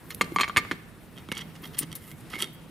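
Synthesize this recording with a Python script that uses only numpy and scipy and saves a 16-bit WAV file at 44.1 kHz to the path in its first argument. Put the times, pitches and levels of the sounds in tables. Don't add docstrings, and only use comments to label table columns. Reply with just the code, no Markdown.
import sys
import numpy as np
from scipy import signal
from scipy.io import wavfile

SR = 44100
rng = np.random.default_rng(int(sys.argv[2]) if len(sys.argv) > 2 else 0)


def voltage_ratio(decibels):
    exponent = np.asarray(decibels, float) / 20
    return 10 ** exponent


def wav_record(signal):
    frames = np.transpose(np.atleast_2d(signal))
    bounded = np.clip(frames, -1, 1)
    quanta = np.round(bounded * 32767).astype(np.int16)
    wavfile.write(sys.argv[1], SR, quanta)


N = 119070

# [pitch_hz, level_db, t60_s (time to fade by 60 dB)]
DISC = [(907, -35, 0.87), (1296, 3, 0.014), (2000, -13, 0.082), (2110, -2.5, 0.088), (2216, -12, 0.39),
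        (2983, -1.5, 0.017), (3258, -6, 0.052), (3670, -19, 0.12), (6040, -9, 0.034), (8300, -12, 0.026),
        (11100, 1.5, 0.0064)]
LOW_TOP_HZ, MID_TOP_HZ = 1600, 3800


def unit(x):
    return x / np.sqrt(np.mean(x ** 2) + 1e-20)


def band(x, low_hz, high_hz):
    sos = signal.butter(2, [low_hz, min(high_hz, .45 * SR)], "band", fs=SR, output="sos")
    return signal.sosfilt(sos, x + 1e-18)


def at_hz(points, hz):
    table_hz, values = np.transpose(points)
    return np.interp(np.log(hz), np.log(table_hz), values)


def drift(rate_hz):
    r = np.exp(-80 * np.pi * rate_hz / SR)
    noise = rng.standard_normal(N // 40 + 2002)
    slow = signal.lfilter([1], [1, -2 * r, r * r], noise)[2000:]
    return np.interp(np.arange(N) / 40, np.arange(len(slow)), unit(slow))


def clicks(start_s, sizes):
    out = np.zeros(N)
    np.add.at(out, (np.asarray(start_s) * SR).astype(int), sizes)
    return out


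def ring(push, hz, t60):
    r, w = voltage_ratio(-60 / (t60 * SR)), 2 * np.pi * hz / SR
    return signal.lfilter([0, np.sin(w)], [1, -2 * r * np.cos(w), r * r], push + 1e-18)


def fading(start_s, db, t60):
    return signal.lfilter([1], [1, -voltage_ratio(-60 / (t60 * SR))], clicks(start_s, voltage_ratio(db)) + 1e-18)


def strikes(rows, modes, ring_db, crack_db, crack_t60, tick_db, tail_db, tail_t60,
            thud_hz, thud_t60, thud_db):
    start_s, peak, low, treble, thud = np.transpose(rows)
    start_s = start_s + .0007
    mid = peak - 16
    luck = rng.normal(0, 2.2, (len(start_s), len(modes)))
    *noise, dull, rattle, rebounds = rng.standard_normal((6, N))

    push = clicks(start_s, voltage_ratio(thud + 37.0)) + dull * fading(start_s, thud + 12, thud_t60)
    out = voltage_ratio(thud_db) * band(band(push, *thud_hz), *thud_hz)
    out += band(rattle * fading(start_s, mid + tail_db, tail_t60), 450, MID_TOP_HZ)

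    groups = [(low, 800, LOW_TOP_HZ), (mid, LOW_TOP_HZ, MID_TOP_HZ), (treble, MID_TOP_HZ, 13000)]
    for j, (db, low_hz, high_hz) in enumerate(groups):
        crack = voltage_ratio(crack_db[j]) * noise[j] * fading(start_s, db, crack_t60[j])
        tick = clicks(start_s, voltage_ratio(db + tick_db[j]))
        part = band(crack + tick, low_hz, high_hz)
        for k, (hz, level_db, t60) in enumerate(modes):
            if low_hz < hz < high_hz:
                strength = db + level_db + ring_db + luck[:, k] * (hz > LOW_TOP_HZ)
                chatter = rebounds * fading(start_s, strength - 20, 0.012)
                part += ring(clicks(start_s, voltage_ratio(strength)) + chatter, hz, t60)
        out += band(part, low_hz / 1.3, high_hz * 1.1)
    return out


def loose_tools():
    # [start_s, middle_peak_db, low_db, treble_db, thud_db]
    knocks = [(0.3195, -41, -61, -55, -49), (0.3603, -15, -20, -38.5, -29), (0.385, -12.5, -27.5, -52, -45),
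              (0.393, -30, -30, -43, -34.5), (0.399, -15, -26, -43, -38), (0.409, -10, -23.5, -30, -37),
              (0.4134, -11.5, -58, -41, -52), (0.4327, -9, -30.5, -61, -61), (0.4414, -18, -32, -46, -61),
              (0.478, -25.5, -36, -49.5, -40), (0.484, -32, -42, -44, -51), (0.4956, -22.5, -31, -70, -48),
              (0.5621, -9, -24.5, -42, -30.5), (0.5692, -1.5, -23.5, -27, -33),
              (0.5731, -26, -33.5, -37, -47), (0.5772, -7, -24, -36, -47), (0.583, -38, -37, -43, -59),
              (0.588, -42, -42, -54, -62)]
    # [start_s, middle_peak_db, low_db, treble_db, thud_db]
    landing = [
        (0.1045, -24, -47.5, -40, -64),
        (0.2102, -7.5, -20, -31, -27.5),
        (0.2145, -16.5, -27, -29.5, -57),
        (0.2424, -40, -57, -44.5, -52),
        (0.6489, -31, -40, -57, -48),
        (0.7115, -15, -27, -44.5, -34),
        (0.7155, -17.5, -35, -47.5, -48),
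    ]
    # [pitch_hz, level_db, t60_s]
    tool_modes = [(1167.8, 4.5, 0.036), (1187.6, -19.5, 0.25), (1396, -9, 0.037), (1850, -8.5, 0.068),
                  (2105, 2, 0.011), (2148, -4.5, 0.081), (2277, -4, 0.046), (2490, 4, 0.0095),
                  (3160, -8.5, 0.1), (4220, -6, 0.093), (4600, -7, 0.051), (6800, -6, 0.05),
                  (8100, -16, 0.073), (9300, -9, 0.034)]
    damped = [(hz, db, t60 * 0.56) for hz, db, t60 in tool_modes]
    out = strikes(knocks, tool_modes, ring_db=2.5, crack_db=[0.1, 7, 3], crack_t60=[.03, .03, .04],
                  tick_db=[25, 30, 18], tail_db=-3.5, tail_t60=0.078,
                  thud_hz=[140, 470], thud_t60=0.09, thud_db=2.5)
    out += strikes(landing, damped, ring_db=2.5, crack_db=[0.1, 6, 3], crack_t60=[.02, .02, .03],
                   tick_db=[25, 28, 17], tail_db=-1.5, tail_t60=0.09,
                   thud_hz=[140, 470], thud_t60=0.1, thud_db=7.0)
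    return out


def tip_touches():
    # [start_s, middle_peak_db, low_db, treble_db, thud_db]
    touches = [(1.287, -25, -36, -51, -35), (1.3162, -8.5, -34, -39, -27.5), (1.3216, -20, -31, -33, -42),
               (1.831, -25, -65, -38, -38), (2.1138, -30, -55, -44, -60), (2.3007, -42, -54, -43.5, -48),
               (2.3325, -24, -35, -55, -44), (2.3365, -17.5, -31, -57, -39), (2.346, -30, -50, -48, -53),
               (2.355, -22.5, -50, -52, -45), (2.3625, -24, -54, -52, -35), (2.4225, -19, -45, -50, -43)]
    return strikes(touches, DISC, ring_db=-3.5, crack_db=[3, 8, 3], crack_t60=[.02, .02, .015],
                   tick_db=[20.5, 22, 14], tail_db=-12, tail_t60=0.12,
                   thud_hz=[170, 450], thud_t60=0.039, thud_db=2.0)


def blade_catches():
    # [start_s, middle_peak_db, treble_db]
    catches = [(1.1598, -47, -69), (1.167, -44, -62), (1.1763, -33.5, -58), (1.1825, -36, -50.5),
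               (1.347, -35, -60), (1.351, -42, -44), (1.36, -36, -52), (1.369, -23.5, -48),
               (1.374, -34, -44), (1.377, -29, -36), (1.3823, -35, -40.5), (1.391, -24.5, -49),
               (1.41, -30, -46), (1.4145, -29, -46), (1.418, -31, -54), (1.642, -34.5, -62),
               (1.654, -34, -54), (1.6736, -39, -50), (1.741, -44, -58), (1.77, -35, -49),
               (1.9158, -32.5, -45), (1.927, -27.5, -39), (2.397, -37, -46), (2.4025, -19.5, -37),
               (2.407, -20, -40), (2.4165, -26.5, -40), (2.4222, -13, -24), (2.429, -18, -38),
               (2.4353, -40, -43), (2.4419, -24, -37)]
    # [pitch_hz, level_db, t60_s]
    blade = [(1324, 1, 0.026), (2036, -3.5, 0.022), (2160, -16.5, 0.19), (2950, -5.5, 0.0094),
             (3163, 0, 0.023), (3248, 0.5, 0.034), (3670, -20, 0.19), (4600, -9.5, 0.045), (5930, -5, 0.02),
             (7900, -10, 0.011), (8820, -5, 0.014), (10600, -7, 0.0067)]
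    rows = [(s, db, db - 23, treble, db - 24) for s, db, treble in catches]
    return strikes(rows, blade, ring_db=3, crack_db=[3, 1.5, 1.5], crack_t60=[.015, .015, .012],
                   tick_db=[20.5, 21, 16], tail_db=-7.5, tail_t60=0.092,
                   thud_hz=[170, 450], thud_t60=0.093, thud_db=2.0)


def scrapes():
    # [start_s, length_s, middle_db, treble_db]
    strokes = [(0.096, 0.04, -41, -50), (1.166, 0.047, -53.5, -60), (1.341, 0.099, -45.5, -58),
               (1.493, 0.022, -49, -58), (1.541, 0.034, -48.5, -75), (1.625, 0.051, -41.5, -48),
               (1.666, 0.079, -65, -70), (1.73, 0.031, -41.5, -47), (1.763, 0.033, -41, -49),
               (1.788, 0.064, -42.5, -69), (1.955, 0.049, -54, -48), (2.001, 0.13, -54, -51.5),
               (2.16, 0.066, -85, -56.5), (2.295, 0.15, -43.5, -47), (2.384, 0.072, -44.5, -40),
               (2.435, 0.062, -50.5, -49)]
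    edge_s, grit_per_s, grit_spread_db = 0.017, 5000, 4.5
    t = np.arange(N) / SR
    sizes = voltage_ratio(grit_spread_db * np.minimum(rng.exponential(1, N), 4))
    hits = rng.random(N) < grit_per_s / SR
    grit = unit(sizes * rng.choice([-1, 1], N) * hits)
    grit = grit * voltage_ratio(3 * drift(60))

    mid_swell, treble_swell = np.zeros(N), np.zeros(N)
    for s, length, mid_db, treble_db in strokes:
        stroke = np.clip(np.minimum(t - s, s + length - t) / edge_s, 0, 1)
        mid_swell += voltage_ratio(mid_db) * stroke
        treble_swell += voltage_ratio(treble_db) * stroke
    mid, treble = grit * mid_swell, grit * treble_swell

    rings = sum(voltage_ratio(db) * ring(mid, hz, min(t60, .07)) for hz, db, t60 in DISC if hz < MID_TOP_HZ)
    hiss = band(treble, 7200, 12500) + 0.13 * band(treble, 5100, 22000)
    return voltage_ratio(-28.5) * rings + voltage_ratio(1) * band(mid, 920, 5300) + voltage_ratio(-0.5) * hiss


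def snaps():
    # [start_s, level_db, pitch_hz, pan_db (left minus right), t60_s]
    clip_snaps = [
        (0.1469, -31.5, 11600, -3, 0.018),
        (1.7842, -34, 8800, 1, 0.045),
        (1.787, -24, 8900, 2.5, 0.02),
        (1.7896, -19, 9300, 6.5, 0.019),
        (1.79, -25, 9300, 4, 0.081),
        (1.953, -30.5, 11870, 5.5, 0.056),
    ]
    spread = 0.1
    out = np.zeros((2, N))
    for s, level_db, hz, pan_db, t60 in clip_snaps:
        grain_db = 4 * rng.standard_normal(N // 30 + 1).repeat(30)[:N]
        grains = rng.standard_normal(N) * voltage_ratio(grain_db)
        rattle = grains * fading([s], [level_db], t60) + clicks([s], voltage_ratio([level_db + 14]))
        one = 3 * band(rattle, hz * (1 - spread), hz * (1 + spread))
        one += voltage_ratio(-4.5) * band(rattle, 2570, 7600)
        one += voltage_ratio(3.5) * band(rattle, 12300, 16000)
        out += one * voltage_ratio([[pan_db / 2], [-pan_db / 2]])
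    return out


def bumps():
    # [start_s, peak_db, pitch_hz, t60_s]
    handle_bumps = [
        (0.32, -25.5, 331, 0.049),
        (0.569, -26.5, 92.5, 0.063),
        (0.2135, -50, 118, 0.079),
        (1.316, -32, 120, 0.035),
        (1.81, -31, 290, 0.03),
        (1.829, -31.5, 292, 0.041),
        (1.8355, -31, 304, 0.027),
    ]
    # [start_s, peak_db, pitch_hz, t60_s]
    lingers = [
        (2.337, -41, 2187, 0.3),
        (2.364, -46.5, 2185, 0.46),
        (2.43, -46, 3670, 0.26),
    ]
    out = np.zeros(N)
    for s, db, hz, t60 in handle_bumps + lingers:
        out += band(ring(clicks([s], voltage_ratio([db])), hz, t60), hz / 2, hz * 4)
    return out


def rubs():
    # [start_s, length_s, level_db]
    slides = [
        (0.0, 0.25, -58),
        (0.098, 0.022, -47),
        (0.322, 0.056, -52.5),
        (1.007, 0.083, -66),
        (1.365, 0.029, -58),
        (1.611, 0.079, -51),
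        (1.686, 0.096, -66),
        (1.99, 0.18, -56.5),
        (2.52, 0.043, -57.5),
    ]
    t = np.arange(N) / SR
    swell = sum(voltage_ratio(db) * np.sin(np.pi * np.clip((t - s) / length, 0, 1)) for s, length, db in slides)
    mid, side = band(rng.standard_normal((2, N)), 9900, 16000)
    return swell * voltage_ratio(2 * drift(40)) * unit(mid + 0.38 * side * [[1], [-1]])


def surroundings(x):
    t = np.arange(SR // 2) / SR
    noise = rng.standard_normal((3, len(t)))
    tail = band(noise[:2], 290, 5700) * voltage_ratio(-60 * t / 0.79) * (t > .008)
    near = band(noise[2], 320, 21300) * voltage_ratio(-60 * t / .01) * [[1], [-1]]
    reply = voltage_ratio(-22.5) * unit(tail) + voltage_ratio(-12.5) * unit(near)
    return signal.fftconvolve(x[None], reply / np.sqrt(len(t)), axes=1)[:, :N]


def yard():
    # [pitch_hz, level_db (per Hz)]
    traffic_tone = [(15, -41), (25, -11.5), (170, 0), (607, -16.5), (1560, -20), (2110, -23), (6560, -36),
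                    (12200, -30), (16000, -39.5)]
    # [pitch_hz, likeness (0 to 1)]
    likeness = [(60, 0.83), (240, 0.8), (950, 0.76), (3770, 0.6), (15000, 0.97)]
    # [pitch_hz, left_minus_right_db]
    balance = [(60, -5.5), (380, 0.5), (2380, 2), (15000, -1)]
    # [time_s, level_db]
    traffic_swell = [(0, 2), (.7, 2.5), (0.998, -1), (1.25, 1), (1.9, 2), (2.7, 0)]
    # [time_s, level_db]
    drone_level = [(0, -58), (1.301, -61), (1.45, -48), (1.699, -46.5), (1.75, -63), (1.85, -45),
                   (2, -61.5), (2.25, -56), (2.7, -53.5)]
    t = np.arange(N) / SR
    traffic, together = 0, drift(4)
    edges = 31 * 2 ** np.arange(0, 9.5, .5)
    white = rng.standard_normal((2, 2, N))
    for k, (low, high) in enumerate(zip(edges, edges[1:])):
        mid, side = band(white[k % 2], low, high)
        hz = np.sqrt(low * high)
        alike, lean = np.clip(at_hz(likeness, hz), 0, 1), at_hz(balance, hz) / 2
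        flicker_db = 1.5 * (.7 * together + drift(22))
        gain = voltage_ratio(at_hz(traffic_tone, hz) + flicker_db)
        stereo = np.sqrt(1 + alike) * mid + np.sqrt(1 - alike) * side * [[1], [-1]]
        traffic = traffic + gain * voltage_ratio([[lean], [-lean]]) * stereo
    traffic = voltage_ratio(-47.5 + np.interp(t, *np.transpose(traffic_swell))) * unit(traffic)

    drone_hz = 161.8 + 5.17 / 2 * drift(6.56)
    drone = np.sqrt(2) * np.sin(2 * np.pi * np.cumsum(drone_hz) / SR)
    drone_db = np.interp(t, *np.transpose(drone_level)) + 2 * drift(2.6)
    return traffic + drone * voltage_ratio(drone_db + np.array([[-1.5], [1.5]]))


def scene():
    tools = loose_tools()
    brake = tip_touches() + blade_catches() + scrapes()
    clips = snaps()
    out = tools * voltage_ratio([[.6], [-.6]]) + brake * voltage_ratio([[-.9], [.9]])
    out = out + clips + bumps() + rubs()
    return out + surroundings(tools + brake + clips.mean(axis=0)) + yard()


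def band_limit(x):
    return signal.sosfilt(signal.butter(12, 16960, fs=SR, output="sos"), x)


def record(dry):
    top = signal.cheby2(8, 40, 16250, fs=SR, output="sos")
    mix = signal.sosfilt(top, dry)
    return band_limit(mix)


dry = scene()
out = record(dry)
wav_record(out)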